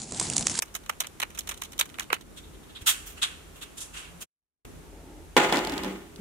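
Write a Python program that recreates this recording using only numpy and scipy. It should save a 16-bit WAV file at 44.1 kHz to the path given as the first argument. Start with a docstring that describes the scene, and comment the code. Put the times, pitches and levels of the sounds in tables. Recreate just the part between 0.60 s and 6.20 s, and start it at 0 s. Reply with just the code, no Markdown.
"""First, flush cutters snip thin resin supports in quick bursts, each snap making the part ring.
Then fingers twist and tear the part off its raft (the base it stands on) with a crackly rasp.
After a short silence come one small click and a faint stir, and the raft is tossed into a hollow bin,
where it bounces and rattles to rest. A quiet room hums underneath, except during the silence.
Two spaced microphone ports hear the work close by."""
import sys
import numpy as np
from scipy import signal
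from scipy.fft import rfft, irfft, next_fast_len
from scipy.io import wavfile

SR = 44100
rng = np.random.default_rng(int(sys.argv[2]) if len(sys.argv) > 2 else 0)


def to_wav(s):
    """Save 16-bit WAV."""
    ch = np.atleast_2d(s).T  # columns
    pcm = np.round(np.clip(ch, -1, 1) * 32767)  # PCM
    wavfile.write(sys.argv[1], SR, pcm.astype(np.int16))


N = 247136

# The resin part's low, middle and bright ringing tones: (pitch [Hz], width [Hz], level [dB])
PART_LOW = [(523, 470, 3), (1250, 705, 9), (1926, 590, 10.5), (2595, 870, 7.5)]
PART_MIDDLE = [(2928, 300, 0.0018), (3857, 1200, 0.0075)]
PART_BRIGHT = [(6290, 2130, 3), (8800, 730, 8), (12210, 10000, 3.5), (13520, 9200, -8)]
# Snips and the louder chip ticks. A ring time (t60) is how long a sound takes to fall by 60 dB.
# (time [s], middle level [dB], low level [dB], bright level [dB], bright ring time [ms])
SNAPS = [(0.023, -36, -27, -22, 25.5), (0.057, -55, -58, -46, 20), (0.1436, -49, -40, -34, 17),
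         (0.152, -23.5, -24.5, -16.5, 13), (0.263, -44, -45, -43, 17), (0.2961, -28, -16, -21.5, 17),
         (0.305, -38, -41, -39, 13), (0.4051, -23, -27, -18.5, 36), (0.419, -53, -41, -51, 13),
         (0.434, -45, -42, -49, 38), (0.444, -38, -32, -44, 38), (0.4702, -39, -52, -33, 20),
         (0.6019, -30.5, -30, -28, 27), (0.6184, -33, -39, -36, 49), (0.628, -32.5, -22.5, -32, 27),
         (0.7045, -50, -46, -43.5, 41), (0.751, -42.5, -45, -41, 26), (0.7767, -44, -39.5, -36.5, 37),
         (0.7905, -37, -50, -26.5, 37), (0.809, -39, -48, -40, 21), (0.874, -37, -40.5, -35.5, 33),
         (0.892, -35.5, -33, -28.5, 53), (0.9142, -31.5, -31.5, -30, 31), (0.943, -45, -55, -43, 35),
         (0.9761, -45, -69, -38, 18), (1.0185, -31, -30, -27.5, 29), (1.036, -45, -48, -37, 38),
         (1.051, -42.5, -50, -42.5, 42), (1.1219, -49, -47.5, -38.5, 26), (1.1335, -42, -47, -46, 28),
         (1.181, -40, -49, -38, 9.2), (1.1923, -23.5, -29.5, -22, 13), (1.198, -33, -27, -15, 9.8),
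         (1.211, -16, -20, -22.5, 23), (1.256, -49, -47, -41, 28), (1.3433, -39.5, -37.5, -44, 24),
         (1.385, -45, -36.5, -45, 27), (1.3975, -25, -25, -23, 14), (1.408, -54, -35, -38, 21),
         (1.4226, -33, -37.5, -34.5, 18), (1.432, -49, -62, -45, 19), (1.5033, -42, -28, -49, 24),
         (1.515, -63, -34, -64, 52), (1.53, -18, -11.5, -20.5, 14), (1.5395, -29, -34, -30, 37),
         (1.6118, -44.5, -50, -44.5, 39), (4.0512, -53, -46, -50.5, 55)]


def snips(rise_s=0.0032, tail_db=-20, tail_t60_s=0.099, chip_count=10, chip_t60_ms=27):
    """The blades crush in for a moment, the support snaps and dies away fast, a faint tail lingers."""
    envelopes = np.zeros((3, 2, N))   # loudness over time, for each tone group and side
    t = np.arange(-SR // 50, SR // 5) / SR
    age = t / np.array([1.38, 1.15, 1])[:, None, None]   # lower tones die away more slowly
    # faint chips tick at random while the cutting lasts
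    chips = [(rng.uniform(0.04, 1.5), *rng.normal(-52, 3, size=3), chip_t60_ms)
             for _ in range(chip_count)]
    for s, middle_db, low_db, bright_db, t60_ms in chips + SNAPS:
        crush = np.exp(-.5 * (2 * t / rise_s) ** 2)
        fall = amp(-60e3 * age / t60_ms) + amp(tail_db - 60 * age / tail_t60_s)
        shape = np.where(t < 0, crush, fall)
        pan_db = -3 - rng.standard_normal()   # a little to the right, different for each cut
        sides = amp([[pan_db / 2], [-pan_db / 2]])
        levels = amp([low_db, middle_db, bright_db])[:, None, None]
        start = round(s * SR) - SR // 50
        envelopes[:, :, start:start + len(t)] += levels * sides * shape
    return ring_resin(crackle(rough_db=4.5), (PART_LOW, PART_MIDDLE, PART_BRIGHT), envelopes)


# The bent raft's ringing tones, in four groups: (pitch [Hz], width [Hz], level [dB])
BENT_LOW = [(1380, 1060, 2.5), (2267, 250, 6.5), (2734, 674, 3.5)]
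BENT_MIDDLE = [(3154, 400, -1.5), (3650, 755, 0.5)]
BENT_BRIGHT = [(5264, 1060, 5.5), (5694, 3600, 4.5), (9500, 6160, -0.5)]
BENT_TOP = [(11680, 1200, 0.82), (15000, 3100, -0.038)]
# Fingers tearing supports; the last three columns are added to the middle level:
# (peak time [s], hold [ms], ring time [ms], middle level [dB], low [dB], bright [dB], top [dB])
RIPS = [(1.775, 12, 70, -45, -6.5, -3, -13), (1.84, 4, 190, -55.5, -24, -16, -18),
        (1.944, 6, 60, -56, -10, -12, -16), (2.04, 3, 45, -56, -16, -14, -12),
        (2.1, 8, 85, -54, -4, -15, -16), (2.16, 13, 85, -40.5, -9, -16, -29),
        (2.22, 3.1, 39.7, -53.5, 3, 5, -1), (2.274, 22.5, 103, -21, -4.5, 1, -3.5),
        (2.472, 3.7, 120, -52.5, 0, 8, 9), (2.508, 3.5, 129, -61, -6, -4, 8),
        (2.58, 2.5, 129, -57, 10, 4, -19), (2.63, 6, 79, -19.5, -8, -8, -39),
        (2.96, 9.9, 300, -58.5, 1, 1, 0), (3.024, 11.5, 45, -40.5, -3, -2, -12),
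        (3.182, 3.4, 94, -44.5, -5, 6, -6), (3.214, 3.1, 137, -43.5, -6, 8.5, -22),
        (3.344, 12, 70, -51, 5.5, 2, -12), (3.372, 9.5, 300, -45, 1.5, 1, -31),
        (3.438, 4.3, 258, -55.5, 3, -21, -23), (3.618, 9.7, 80, -47.5, 3, 9, 4)]


def tears(rise_s=0.016, tail_t60_s=0.58):
    """Many supports give way together: a rasp with little bass swells, holds, drops and lingers."""
    envelopes = np.zeros((4, N))
    t = np.arange(-SR // 10, SR // 2) / SR
    swell = np.clip(1 + t / rise_s, 0, 1) ** 1.2
    tail_db = np.array([[-10], [-21], [-15], [-23]])   # low, middle, bright, top
    for s, hold_ms, t60_ms, middle_db, low_db, bright_db, top_db in RIPS:
        age = np.maximum(t - hold_ms / 1e3, 0)
        fall = amp(-60e3 * age / t60_ms) + amp(tail_db - 60 * age / tail_t60_s)
        levels = amp(middle_db + np.array([[low_db], [0], [bright_db], [top_db]]))
        start = round(s * SR) - SR // 10
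        envelopes[:, start:start + len(t)] += levels * swell * fall
    rasp = ring_resin(crackle(rough_db=-0.5), (BENT_LOW, BENT_MIDDLE, BENT_BRIGHT, BENT_TOP), envelopes)
    return rasp * amp([[-1], [1]])   # a little to the right


def crackle(rough_db, lag_s=0.0004064, likeness=0.14):
    """Many tiny, uneven cracks. The two ports share some of them, and the right hears those later."""
    shared, left, right = rng.standard_normal((3, N)) * amp(rough_db * drift(270))
    late = np.interp(np.arange(N) - lag_s * SR, np.arange(N), shared)
    return np.sqrt(likeness) * np.array([shared, late]) + np.sqrt(1 - likeness) * np.array([left, right])


def ring_resin(cracks, groups, envelopes):
    """Cracks make each group of tones ring; filtering twice deepens the dips between the tones."""
    out = 0
    for tones, envelope in zip(groups, envelopes):
        ringing = resonate(resonate(cracks * envelope, tones), tones)
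        steady = resonate(resonate(cracks[0, :SR], tones), tones)
        out = out + ringing / np.std(steady)   # so the envelope alone sets the level
    return out


# The raft hitting the bin: (time [s], blow level [dB], tick level [dB])
HITS = [(4.7658, -4.5, -29), (4.7768, -11.5, -16), (4.9249, -13, -17.5), (4.9587, -42, -23.5),
        (4.9707, -21, -20), (4.983, -21, -26), (4.99, -23, -26), (5.049, -36, -24), (5.072, -25, -24.5),
        (5.0964, -47, -25.5), (5.122, -42, -30), (5.138, -42, -31.5), (5.179, -39, -23.5),
        (5.235, -31.5, -24.5), (5.246, -24, -29), (5.56, -57, -36.5)]
# The bin's ringing tones: (pitch [Hz], level [dB], ring time [s])
BIN_TONES = [(171.3, -29, 0.16), (274, -16.5, 0.037), (330, -23.5, 0.21), (411, -27.5, 0.69),
             (508.8, -17, 0.29), (576, -18.5, .3), (656, -34, 0.23), (760, -17, 0.089),
             (849.5, -8.5, 0.081), (905, -10.5, 0.023), (978, -14, .08), (1235, -26.5, 0.5),
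             (1419, -25.5, 0.31), (1794, -11.5, 0.039), (1990, -21, 0.11), (2905, -12.5, 0.023),
             (3393, -10, 0.017)]
# The tick of the raft's edge: (pitch [Hz], width [Hz], level [dB])
EDGE_TONES = [(3600, 1530, 1), (5000, 1900, 0), (8200, 4900, -8.5)]
# Loose bits rattling in the bin: (time [s], level [dB])
RATTLE_LEVELS = [(4.767, -11), (4.791, -23.5), (4.849, -24.5), (4.917, -32.5), (4.929, -25.5), (4.977, -30),
                 (5.069, -36), (5.227, -39.5), (5.241, -37.5), (5.295, -40.5), (5.531, -65), (5.6, -57.5)]
# The rattle's lower and higher noise: (pitch [Hz], level [dB])
RATTLE_LOW = [(260, -42.5), (450, -5.5), (503, -5), (553, -1.5), (884, -3), (1310, -8), (1430, -2.5),
              (3000, -29.5), (3900, -51), (6600, -120)]
RATTLE_HIGH = [(1180, -28), (2000, 5.5), (2440, 1.5), (3010, 1), (5390, -13.5), (7250, -8), (13200, -30),
               (16000, -18.5)]
# How alike the bin sounds left and right: (pitch [Hz], likeness [-1 to 1])
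BIN_STEREO = [(60, 0.33), (240, 1), (950, 0.31), (3770, -0.34), (15000, -0.093)]


def bin_drop(tick_t60_s=0.016):
    """Each bounce makes the bin ring and gives a bright tick; loose bits rattle on in between."""
    hit_s, blow_db, tick_db = np.transpose(HITS)
    hit_at = (hit_s * SR).astype(int)
    rings, ticks = np.zeros((2, N))
    spread_db = rng.normal(0, 2.0, (len(hit_at), len(BIN_TONES)))
    rattle_db, = in_time(RATTLE_LEVELS, edge_db=-120)
    knocks = amp(rattle_db + 1.4 * drift(42))   # the bits knock unevenly
    shake = amp(-21.5) * knocks * rng.standard_normal(N)   # and keep the bin ringing
    for k, (hz, tone_db, t60_s) in enumerate(BIN_TONES):
        pushes = shake * amp(tone_db) + 1e-18
        pushes[hit_at] = amp(blow_db + tone_db + spread_db[:, k])
        decay, angle = amp(-60 / (t60_s * SR)), 2 * np.pi * hz / SR
        rings += signal.lfilter([0, np.sin(angle)], [1, -2 * decay * np.cos(angle), decay ** 2], pushes)
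    ticks[hit_at] = amp(tick_db)
    ticks = signal.lfilter([1], [1, -amp(-60 / (tick_t60_s * SR))], ticks + 1e-18)
    edge = ticks * rms_one(resonate(rng.standard_normal((2, N)), EDGE_TONES))
    age = np.arange(N) / SR - RATTLE_LEVELS[0][0]
    boom = shaped_noise([(100, -26), (170, -2.5), (300, 6), (400, 8), (520, -28.5)], BIN_STEREO)
    boom *= amp(rattle_db - 5.5 + 22 * age)   # the boom fades more slowly than the rattle
    treble = amp(-1.5) * shaped_noise(RATTLE_HIGH, BIN_STEREO)
    rattle = knocks * (treble + shaped_noise(RATTLE_LOW, BIN_STEREO))
    bass_cut = signal.butter(4, 150, "high", fs=SR, output="sos")   # the bin's sound keeps no deep bass below about 150 Hz
    return signal.sosfilt(bass_cut, rings + edge + rattle + boom)


# Soft low bumps of hand and bin: (time [s], level [dB], pitch [Hz], swell [ms])
SOFT_BUMPS = [(1.531, -22.5, 409, 2), (1.513, -35.5, 498, 3.9), (2.224, -33, 69, 5.1),
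              (3.561, -46.5, 172, 22), (4.975, -20, 313, 5.8), (5.135, -29, 282, 5.8),
              (5.298, -33.5, 192.6, 52), (5.6, -33.5, 186, 9.1)]


def bumps():
    """Each bump is a low tone that smoothly swells and fades."""
    t = np.arange(N) / SR
    out = 0
    for s, db, hz, swell_ms in SOFT_BUMPS:
        swell = np.exp(-.5 * ((t - s) * 1e3 / swell_ms) ** 2)
        out = out + amp(db) * swell * np.cos(2 * np.pi * hz * (t - s))
    return out


# The stir's two soft bands of noise: (pitch [Hz], width [Hz], level [dB])
STIR_BANDS = [(310, 81, -0.5), (905, 46, -8.5)]


def stir():
    """A faint stir swells, holds unevenly and fades just before the toss."""
    db, = in_time([(4.23, -55.5), (4.36, -48.5), (4.6, -48.5), (4.694, -55.5)], edge_db=-120)
    return amp(db + 1.4 * drift(8)) * rms_one(resonate(rng.standard_normal(N), STIR_BANDS))


# The room's background: (time [s], rumble level [dB], hum level [dB], hiss level [dB])
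ROOM_LEVELS = [(0, -52.5, -54.5, -52.5), (1.45, -50, -55, -52.5), (1.64, -51, -57, -56.5),
               (1.72, -50, -52.5, -53), (3.6, -53.5, -52, -51.5), (4.1, -45, -47, -51.5),
               (4.35, -58.5, -49, -54), (4.7, -54, -44, -53.5), (5.6, -52.5, -53.5, -53)]
# The noise of its rumble and hiss: (pitch [Hz], level [dB])
RUMBLE = [(12, -41.5), (20, -18.5), (54, -8.5), (92, -7.5), (129, -7.5), (330, -6.5), (412, -10),
          (461, -12.5), (900, -41.5), (1170, -60), (1980, -120)]
HISS = [(290, -29), (500, 0), (1430, -4.5), (1730, -7), (3660, -10.5), (4830, -15), (6190, -11.5),
        (10000, -12.5), (15100, -20.5), (15800, -29), (16500, -55.5)]
# The tones the room rings at: (pitch [Hz], width [Hz], level [dB])
HUM_TONES = [(46, 11, 1.5), (81.2, 10, -0.5), (159.6, 14, -4), (421, 33, -7.5)]
# How alike left and right are, for rumble and hiss, then for hum: (pitch [Hz], likeness [-1 to 1])
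ROOM_STEREO = [(60, 0.49), (250, 0.15), (1000, 0.067), (8000, 0.092)]
HUM_STEREO = [(50, 0.72), (160, 0.98)]


def room():
    """A low rumble, a wavering hum at the room's own tones and a smooth hiss above."""
    rumble_db, hum_db, hiss_db = in_time(ROOM_LEVELS)
    rumble = amp(rumble_db + 0.5 * drift(6.1)) * shaped_noise(RUMBLE, ROOM_STEREO)
    hiss = amp(hiss_db) * shaped_noise(HISS, ROOM_STEREO)
    hum_gain = amp(hum_db + 1.9 * drift(2.4))
    even_noise = shaped_noise([(20, 0), (1000, 0)], HUM_STEREO)
    hum = hum_gain * rms_one(resonate(resonate(even_noise, HUM_TONES), HUM_TONES))
    return rumble + hiss + hum


def amp(db):
    """Turn decibels into a number to multiply by."""
    return 10 ** (np.asarray(db) / 20)


def rms_one(x):
    """Scale a signal so its average strength (rms) is 1."""
    return x / np.sqrt(np.mean(x ** 2) + 1e-20)


def in_time(rows, edge_db=None):
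    """Each level column at every sample; outside the table's times it is edge_db, if given."""
    times, *columns = np.transpose(rows)
    return [np.interp(np.arange(N) / SR, times, column, edge_db, edge_db) for column in columns]


def at_hz(points, hz):
    """Read a table between its pitches, with octaves evenly spaced."""
    pitches, values = np.transpose(points)
    return np.interp(np.log(hz), np.log(pitches + 1), values)


def drift(rate_hz):
    """A smooth random wobble, about 1 in size."""
    decay = np.exp(-40 * np.pi * rate_hz / SR)
    noise = rng.standard_normal(N // 20 + 2002)   # one value every 20 samples
    slow = signal.lfilter([1], [1, -2 * decay, decay ** 2], noise)[2000:]
    return np.interp(np.arange(N) / 20, np.arange(len(slow)), rms_one(slow))


def resonate(x, tones):
    """Let a signal ring at each tone and add the results, flipping every second one."""
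    out = 0
    for k, (hz, width, db) in enumerate(tones):
        decay = np.exp(-np.pi * width / SR)
        feed = np.array([1, 0, -1]) * (1 - decay ** 2) / 2
        feedback = [1, -2 * decay * np.cos(2 * np.pi * hz / SR), decay ** 2]
        out = out + (-1) ** k * amp(db) * signal.lfilter(feed, feedback, x + 1e-18)
    return out


def shaped_noise(levels, likeness):
    """Stereo noise of strength 1, with its own level and left-right likeness at each pitch."""
    size = next_fast_len(N)
    hz = np.arange(size // 2 + 1) * SR / size + 1
    mid, side = rfft(rng.standard_normal((2, size))) * amp(at_hz(levels, hz))
    alike = np.clip(at_hz(likeness, hz), -1, 1)
    spectrum = np.sqrt(1 + alike) * mid + np.sqrt(1 - alike) * side * [[1], [-1]]
    return rms_one(irfft(spectrum, size)[:, :N])


def scene():
    """The cutting, the tearing and the toss into the bin, over the quiet room."""
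    return snips() + tears() + bin_drop() + bumps() + stir() + room()


def record(dry, mute_from_s=3.661, mute_to_s=4.047, cutoff_hz=16640):
    """Mute a short stretch almost fully, round off loud peaks and cut the highest treble."""
    t = np.arange(N) / SR
    fade_out = (mute_from_s - t) / 0.035
    fade_in = (t - mute_to_s) / 0.004
    gate = np.clip(np.maximum(fade_out, fade_in), 0, 1)
    gated = dry * (gate ** 1.5 + amp(-52))
    rounded = 1.133 * np.tanh(gated / 1.47)
    return signal.sosfilt(signal.cheby2(14, 70, cutoff_hz, fs=SR, output="sos"), rounded)


dry = scene()
out = record(dry)
to_wav(out)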